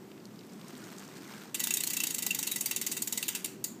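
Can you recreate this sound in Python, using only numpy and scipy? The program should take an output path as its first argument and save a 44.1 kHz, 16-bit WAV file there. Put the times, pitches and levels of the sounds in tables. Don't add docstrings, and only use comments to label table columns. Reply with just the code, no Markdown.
import sys
import numpy as np
from scipy import signal
from scipy.fft import rfft, irfft
from scipy.io import wavfile
from scipy.ndimage import uniform_filter1d, map_coordinates

SR = 44100
rng = np.random.default_rng(int(sys.argv[2]) if len(sys.argv) > 2 else 0)


def attenuation_scalar(level_db):
    decades = np.asarray(level_db, float) / 20
    return 10 ** decades


def generate_wav(sig):
    pcm = np.round(np.clip(np.atleast_2d(sig).T, -1, 1) * 32767).astype(np.int16)
    wavfile.write(sys.argv[1], SR, pcm)


N = 167580


def unit(x):
    return x / np.sqrt(np.mean(x ** 2, -1, keepdims=True) + 1e-20)


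def along(points, hz):
    f, v = np.transpose(points)
    return np.interp(np.log(hz + 1), np.log(f + 1), v)


def noise(spectrum, rows, size, scatter_db=0):
    hz = np.fft.rfftfreq(size, 1 / SR)
    humps = rng.standard_normal((rows, len(hz)))
    humps = unit(uniform_filter1d(humps, size=len(hz) // 30, axis=1))
    gain = attenuation_scalar(along(spectrum, hz) + scatter_db * humps)
    return unit(irfft(rfft(rng.standard_normal((rows, size))) * gain, size))


def narrow(hz, width_hz):
    offset = (np.fft.rfftfreq(N, 1 / SR) - hz) / width_hz * 2
    return unit(irfft(rfft(rng.standard_normal(N)) / (1 + offset ** 2), N))


def wobble(rate_hz):
    knots = rng.standard_normal(int(N * rate_hz / SR) + 4)
    return map_coordinates(knots, [np.arange(N) * rate_hz / SR])


def lumps(shape, depth_db, size):
    return attenuation_scalar(depth_db * unit(uniform_filter1d(rng.standard_normal(shape), size=size, axis=-1)))


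def place(times, sounds):
    at = np.round(np.asarray(times) * SR).astype(int)[:, None] + np.arange(sounds.shape[1])
    return np.bincount(at.ravel(), sounds.ravel(), N + SR)[:N]


CHATTER_DB, SNAP_RISE_S = 3.5, 0.0012


def bursts(spectrum, rows, t60, colour_db):
    t = np.arange(2048) / SR
    grit = noise(spectrum, rows, size=2048, scatter_db=colour_db)
    grit = unit(grit * lumps((rows, 2048), CHATTER_DB, size=30))
    return grit * attenuation_scalar(-60 * t / t60) * (1 - np.exp(-t / SNAP_RISE_S))


# f/Hz, width/Hz, level/dB
FAN_TONES = [(118.7, 8.2, -66), (175, 106, -61.5), (380.7, 4.8, -62.5)]
# f/Hz, level/dB
RUMBLE_SPECTRUM = [(60, -65), (85, -81), (110, -13), (194, 3), (350, -2), (420, -6.5), (700, -25.5),
                   (1000, -78)]
# f/Hz, level/dB
HISS_SPECTRUM = [(300, -6), (500, -1.5), (900, -4.5), (3100, -15), (8600, -18), (9600, -26.5), (11500, -20),
                 (15000, -20)]
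RUMBLE_DB, HISS_DB = -50, -58


def room_tone():
    fan = sum(attenuation_scalar(db) * narrow(hz, width_hz) for hz, width_hz, db in FAN_TONES)
    rumble = attenuation_scalar(RUMBLE_DB + 0.8 * wobble(4.01)) * noise(RUMBLE_SPECTRUM, 1, size=N)[0]
    hiss = attenuation_scalar(HISS_DB) * noise(HISS_SPECTRUM, 1, size=N)[0]
    return fan + rumble + hiss


# t/s, length/s, level/dB, f/Hz
FRAME_SCRAPES = [
    (0.653, 0.1, -61.5, 1050),
    (0.827, 0.083, -59.5, 1400),
    (1.28, 0.029, -57, 2000),
    (1.353, 0.091, -60, 1570),
]


def scrapes():
    t = np.arange(N) / SR
    out = 0
    for s, length_s, db, hz in FRAME_SCRAPES:
        swell = np.exp(-((t - s) / length_s * 2) ** 2)
        out = out + attenuation_scalar(db) * swell * narrow(hz, 0.16 * hz)
    return out


# t/s, level/dB
EFFORT = [(0, -77), (.3, -70.5), (.64, -60), (.69, -55.5), (.95, -53.5), (1.15, -56.5), (1.35, -50.5),
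          (1.46, -54), (1.51, -60)]
# f/Hz, level/dB
LINK_SPECTRUM = [(300, -57), (600, -2.5), (1400, -1.5), (3100, -8), (8800, -11), (9700, -24), (11500, -17),
                 (14700, -17)]
LINKS_PER_S, LINK_SCATTER_DB, LINK_T60_S, LINK_COLOUR_DB = 300, 8, 0.011, 4.5
LINK_DB, RUB_DB = -1, -2.5


def chain_hiss():
    s, effort_db = np.transpose(EFFORT + [(EFFORT[-1][0] + 0.054, -80)])
    times = rng.uniform(0, s[-1], int(LINKS_PER_S * s[-1]))
    sizes = attenuation_scalar(LINK_SCATTER_DB * rng.random((len(times), 1)) ** 2)
    links = place(times, sizes * bursts(LINK_SPECTRUM, len(times), LINK_T60_S, LINK_COLOUR_DB))
    links = links / np.sqrt(np.mean(links[:int(s[-1] * SR)] ** 2))
    rub = noise(LINK_SPECTRUM, 1, size=N)[0] * attenuation_scalar(0.68 * wobble(29.0))
    effort = attenuation_scalar(np.interp(np.arange(N) / SR, s, effort_db))
    return effort * (attenuation_scalar(LINK_DB) * links + attenuation_scalar(RUB_DB) * rub)


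# t/s, peak/dB, f/Hz
CHAIN_TICKS = [(.1156, -37.5, 2600), (.177, -41, 2980), (0.2, -44, 3500), (.234, -55, 3000),
               (.2533, -36.5, 4760), (.31, -48, 3000), (.341, -46.5, 6100), (.358, -42, 4180),
               (.39, -37, 4540), (0.408, -41, 3000), (.4344, -45, 3500), (.449, -50, 5000),
               (.465, -45, 12000), (0.494, -44, 4500), (.519, -47, 7000), (0.533, -37.5, 5500),
               (.5965, -45, 5000), (0.613, -39, 3980), (.646, -47, 5000), (.666, -52, 7000),
               (.681, -32, 6990), (0.731, -40, 4200), (.752, -39, 3000), (.777, -39, 7500),
               (0.839, -34, 5500), (0.9018, -44, 6500), (0.93, -44, 5000), (0.9828, -29.5, 6500),
               (.994, -34, 7000), (1.037, -41, 6000), (1.048, -36, 5500), (1.076, -40, 6020),
               (1.1533, -41, 4000), (1.166, -38, 5000), (1.181, -43, 6000), (1.211, -37, 4835),
               (1.249, -43, 3000), (1.2755, -38, 6000), (1.303, -45, 6000), (1.345, -45, 6510),
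               (1.396, -42, 7000), (1.41, -43, 6000)]
TICK_DB, TICK_T60_S, TICK_DB_PER_OCTAVE = -5.5, 0.018, -14
COLOUR_DB = 2.5


def chain_ticks():
    at, peak_db, tick_hz = np.transpose(CHAIN_TICKS)
    skirt_db = 3 * TICK_DB_PER_OCTAVE
    ticks = []
    for hz in tick_hz:
        peak = [(hz / 8, skirt_db), (hz, 0), (hz * 8, skirt_db)]
        ticks.append(bursts(peak, 1, TICK_T60_S, COLOUR_DB))
    return place(at, attenuation_scalar(peak_db + TICK_DB)[:, None] * np.concatenate(ticks))


# f/Hz, level/dB
SNAP_SPECTRUM = [(500, -19), (1600, -16), (2000, -8), (2800, -6.5), (5200, -9.5), (7000, 5), (10500, -3),
                 (14000, -0.5)]
SNAP_DB, SNAP_T60_S = -0.5, 0.036


def pawl_snaps(count):
    return attenuation_scalar(SNAP_DB) * bursts(SNAP_SPECTRUM, count, SNAP_T60_S, COLOUR_DB)


# f/Hz, level/dB, t60/s
WHEEL_MODES = [(917.4, -17, 0.1), (1980, -16, 0.24), (2066, -18.5, 0.16), (2710, -5, 0.074),
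               (2985, -15.5, 0.19), (3300, -14, 0.039), (3710, -6.5, 0.085), (3858, -11.5, 0.14),
               (4270, -5.5, 0.039), (4645, -10, 0.11), (4820, -11.5, 0.14), (5500, -9, 0.12),
               (6770, -5, 0.043), (7265, -11.5, 0.047)]
# t/s, mode f/Hz, extra level/dB
SQUARE_HITS = [(1.546, 2710, 7), (1.598, 2710, 9.5), (1.598, 6770, -4), (1.635, 3694, 5), (1.704, 2710, 9),
               (1.704, 6770, 16), (1.736, 6770, 12), (1.77, 3720, 13), (1.77, 3858, 5), (1.832, 4270, 14),
               (1.868, 4300, 10), (1.966, 2710, 6), (1.999, 2710, 11), (1.999, 2957, 14),
               (2.034, 2710, 7.3), (2.034, 2930, 13), (2.102, 6770, 16), (2.143, 4180, 16),
               (2.263, 4820, 5), (2.305, 2710, 12.5), (2.305, 3670, 5), (2.346, 3694, 5),
               (2.387, 3670, 7.1), (2.47, 3630, 10), (2.47, 3858, 8), (2.47, 4240, 11), (2.513, 3694, 6.7),
               (2.513, 3858, 11), (2.608, 7265, 6), (2.658, 4645, 7.5), (2.658, 5500, 2), (2.813, 2066, 7),
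               (2.864, 2960, 8.1), (3.02, 4250, 15), (3.02, 4645, 7.0), (3.02, 4820, 4), (3.02, 6770, 15),
               (3.174, 915, 3.5), (3.226, 2710, 12), (3.281, 7265, 5.1),
               (2.559, 1972, 8.5), (3.174, 2066, 17), (3.641, 1972, 3), (2.2, 1972, 4),
                    (1.6, 1972, 3.5), (2.4, 915, 5), (3.281, 915, 7), (2.71, 2960, 4), (2.7, 2710, 9.5),
                    (2.3, 2710, 8), (3.641, 6770, 10.5), (3.444, 3694, 5)]
RING_DB, RING_SCATTER_DB, RING_RISE_CYCLES = -17.5, 3, 3
DETUNE, RING_BLUR = 0.0043, 0.002


def wheel_ring(tooth_s):
    count = len(tooth_s)
    t = np.arange(4096) / SR
    ring = 0
    for hz, db, t60 in WHEEL_MODES:
        scatter, detune = rng.standard_normal((count, 2)).T[:, :, None]
        walk = np.cumsum(rng.standard_normal((count, 128)), axis=1)
        drift = np.repeat(walk, 32, axis=1) * np.sqrt(RING_BLUR * hz / 40)
        phase = 2 * np.pi * hz * (1 + DETUNE * detune) * t + uniform_filter1d(drift, size=64, axis=1)
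        square_db = np.zeros(count)
        for at, mode_hz, extra_db in SQUARE_HITS:
            square_db += extra_db * (abs(tooth_s - at) < 0.012) * np.exp(-((hz - mode_hz) / 70) ** 2)
        level = attenuation_scalar(db + square_db[:, None] + RING_SCATTER_DB * scatter - 60 * t / t60)
        ring = ring + level * np.sin(phase) * (1 - np.exp(-t * hz / RING_RISE_CYCLES))
    fade = np.cos(np.pi / 2 * t / t[-1]) ** 0.5
    return attenuation_scalar(RING_DB) * ring * fade


# f/Hz, level/dB
WALL_SPECTRUM = [(500, -28.5), (1600, -11.5), (2800, -6.5), (5200, -9), (7000, -0.5), (9000, -4),
                 (10500, -8), (14000, -1.5)]
# f/Hz, t60/s
ROOM_T60 = [(1000, 0.55), (3000, 0.45), (7000, 0.35), (14000, 0.25)]
ROOM_DB, ROOM_RISE_S, TAIL_CHATTER_DB = -18, 0.0058, 2


def room_tails(count):
    size = 12288
    hz, u, z = signal.stft(noise(WALL_SPECTRUM, count, size=size, scatter_db=3), SR, nperseg=256)
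    decay = attenuation_scalar(-60 * u / along(ROOM_T60, hz)[:, None])
    tail = signal.istft(z * decay, SR, nperseg=256)[1][:, :size]
    rise = 1 - np.exp(-np.arange(size) / SR / ROOM_RISE_S)
    return attenuation_scalar(ROOM_DB) * tail * lumps(tail.shape, TAIL_CHATTER_DB, size=90) * rise


# t/s, level/dB
RIM_LEVEL = [(1.54, -2), (1.75, 1), (2, -1), (2.2, -2.5), (2.5, -0.5), (2.8, -0.5), (3.1, -5.5), (3.3, 4),
             (3.65, -8.5)]
RIM_HZ, RIM_WIDTH_HZ = 2680, 1400
BODY_HZ = 5000
DIP_HZ, DIP_WIDTH_HZ, DIP_DB = 5200, 150, -6


def radiate(drop, times, body_db):
    hz = np.fft.rfftfreq(12800, 1 / SR)
    rim_db = np.interp(times, *np.transpose(RIM_LEVEL))[:, None]
    body = body_db[:, None] / (1 + (hz / BODY_HZ) ** 8)
    rim = rim_db * np.exp(-((hz - RIM_HZ) / RIM_WIDTH_HZ) ** 2)
    dip = DIP_DB * np.exp(-((hz - DIP_HZ) / DIP_WIDTH_HZ) ** 2)
    padded = np.pad(drop, ((0, 0), (128, 384)))
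    return irfft(rfft(padded) * attenuation_scalar(body + rim + dip))


# t/s, first pawl level/dB, second pawl lag/ms, its level/dB, body
# level/dB
TEETH = [(1.5438, -24, 5.0, -21.5, 3.5), (1.5952, -26, 5.4, -18, 2), (1.635, -26, 2.9, -18, 0.5),
         (1.6691, -35, 1.7, -19.5, 3), (1.705, -28, 1.3, -18, 1.5), (1.7338, -54, 4.5, -16.5, -4),
         (1.7698, -18.5, 1.45, -31.2, -1), (1.803, -24.5, 1.82, -22, 2), (1.828, -57, 7.2, -19, -3.5),
         (1.868, -25, 3.3, -19.5, -1.5), (1.9, -23, 3.0, -22, 1.5), (1.933, -21.5, 2.4, -24.5, 0.5),
         (1.967, -19.5, 1.56, -21, 1.5), (1.997, -38, 4.75, -18.5, 1.5), (2.035, -23, 1.3, -20, 2),
         (2.069, -20, 1.64, -40, 0.5), (2.0982, -35, 6.8, -21, 1), (2.142, -25.5, 3.9, -21, -0.5),
         (2.1815, -26.5, 3.8, -22, 2.5), (2.222, -22, 4.1, -23.5, 2), (2.2627, -28, 1.1, -18, 2),
         (2.3058, -23, 1.5, -25, 3), (2.3462, -24.5, 0.93, -21, 3),
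         (2.3865, -25.5, 2.66, -19.5, 1), (2.428, -19, 1.0, -38, 2.3), (2.4683, -25, 4.5, -19, 1),
              (2.5137, -22, 4.9, -20.5, -1.5), (2.559, -21, 0.92, -21.5, -1.2), (2.608, -17, 4.3, -34, -4),
              (2.6571, -53, 1.22, -16.5, -1.5), (2.7107, -19, 1.4, -34, 4), (2.7608, -21, 2.9, -22.5, -0.5),
              (2.813, -20.5, 8.2, -28, 1), (2.8645, -20, 4.7, -21, 2), (2.9146, -21, 4.9, -19.5, -0.5),
              (2.967, -23.5, 5.2, -25.5, 2), (3.0201, -18.5, 1.83, -26.5, -2.5),
              (3.073, -23.5, 1.3, -25, 4), (3.124, -17.5, 4.0, -52, 3), (3.1733, -23.5, 2.06, -20.5, 2),
              (3.2263, -20.5, 1.9, -40, 4), (3.2808, -19, 6.1, -21, -0.5), (3.349, -21.5, 8.3, -25, 1),
              (3.4441, -22, 11.5, -26.5, 2), (3.641, -19.5, 7.7, -39, 2.5)]


def freewheel():
    s, first_db, lag_ms, second_db, body_db = np.transpose(TEETH)
    times = np.r_[s, s + lag_ms / 1000]
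    gain = attenuation_scalar(np.r_[first_db, second_db])[:, None]
    drop = room_tails(len(times))
    drop[:, :4096] += wheel_ring(np.tile(s, 2))
    drop[:, :2048] += pawl_snaps(len(times))
    drop = radiate(drop, times, np.tile(body_db, 2))
    return place(times - 128 / SR, gain * drop)


def scene():
    return (room_tone() + scrapes() + chain_hiss() + chain_ticks() + freewheel())[None]


def band_limit(x):
    return signal.sosfilt(signal.butter(12, 16470, fs=SR, output="sos"), x)


LOW_HZ, TOP_HZ, TOP_DB = 92, 15330, -44


def record(dry):
    hz = np.fft.rfftfreq(N, 1 / SR)
    top_db = TOP_DB / (1 + np.exp((TOP_HZ - hz) / 50)) - 0.011 * np.maximum(hz - TOP_HZ, 0)
    low_cut = 1 / np.sqrt(1 + (LOW_HZ / (hz + 1)) ** 6)
    mix = irfft(rfft(dry) * attenuation_scalar(top_db) * low_cut, N)
    return band_limit(mix)


dry = scene()
out = record(dry)
generate_wav(out)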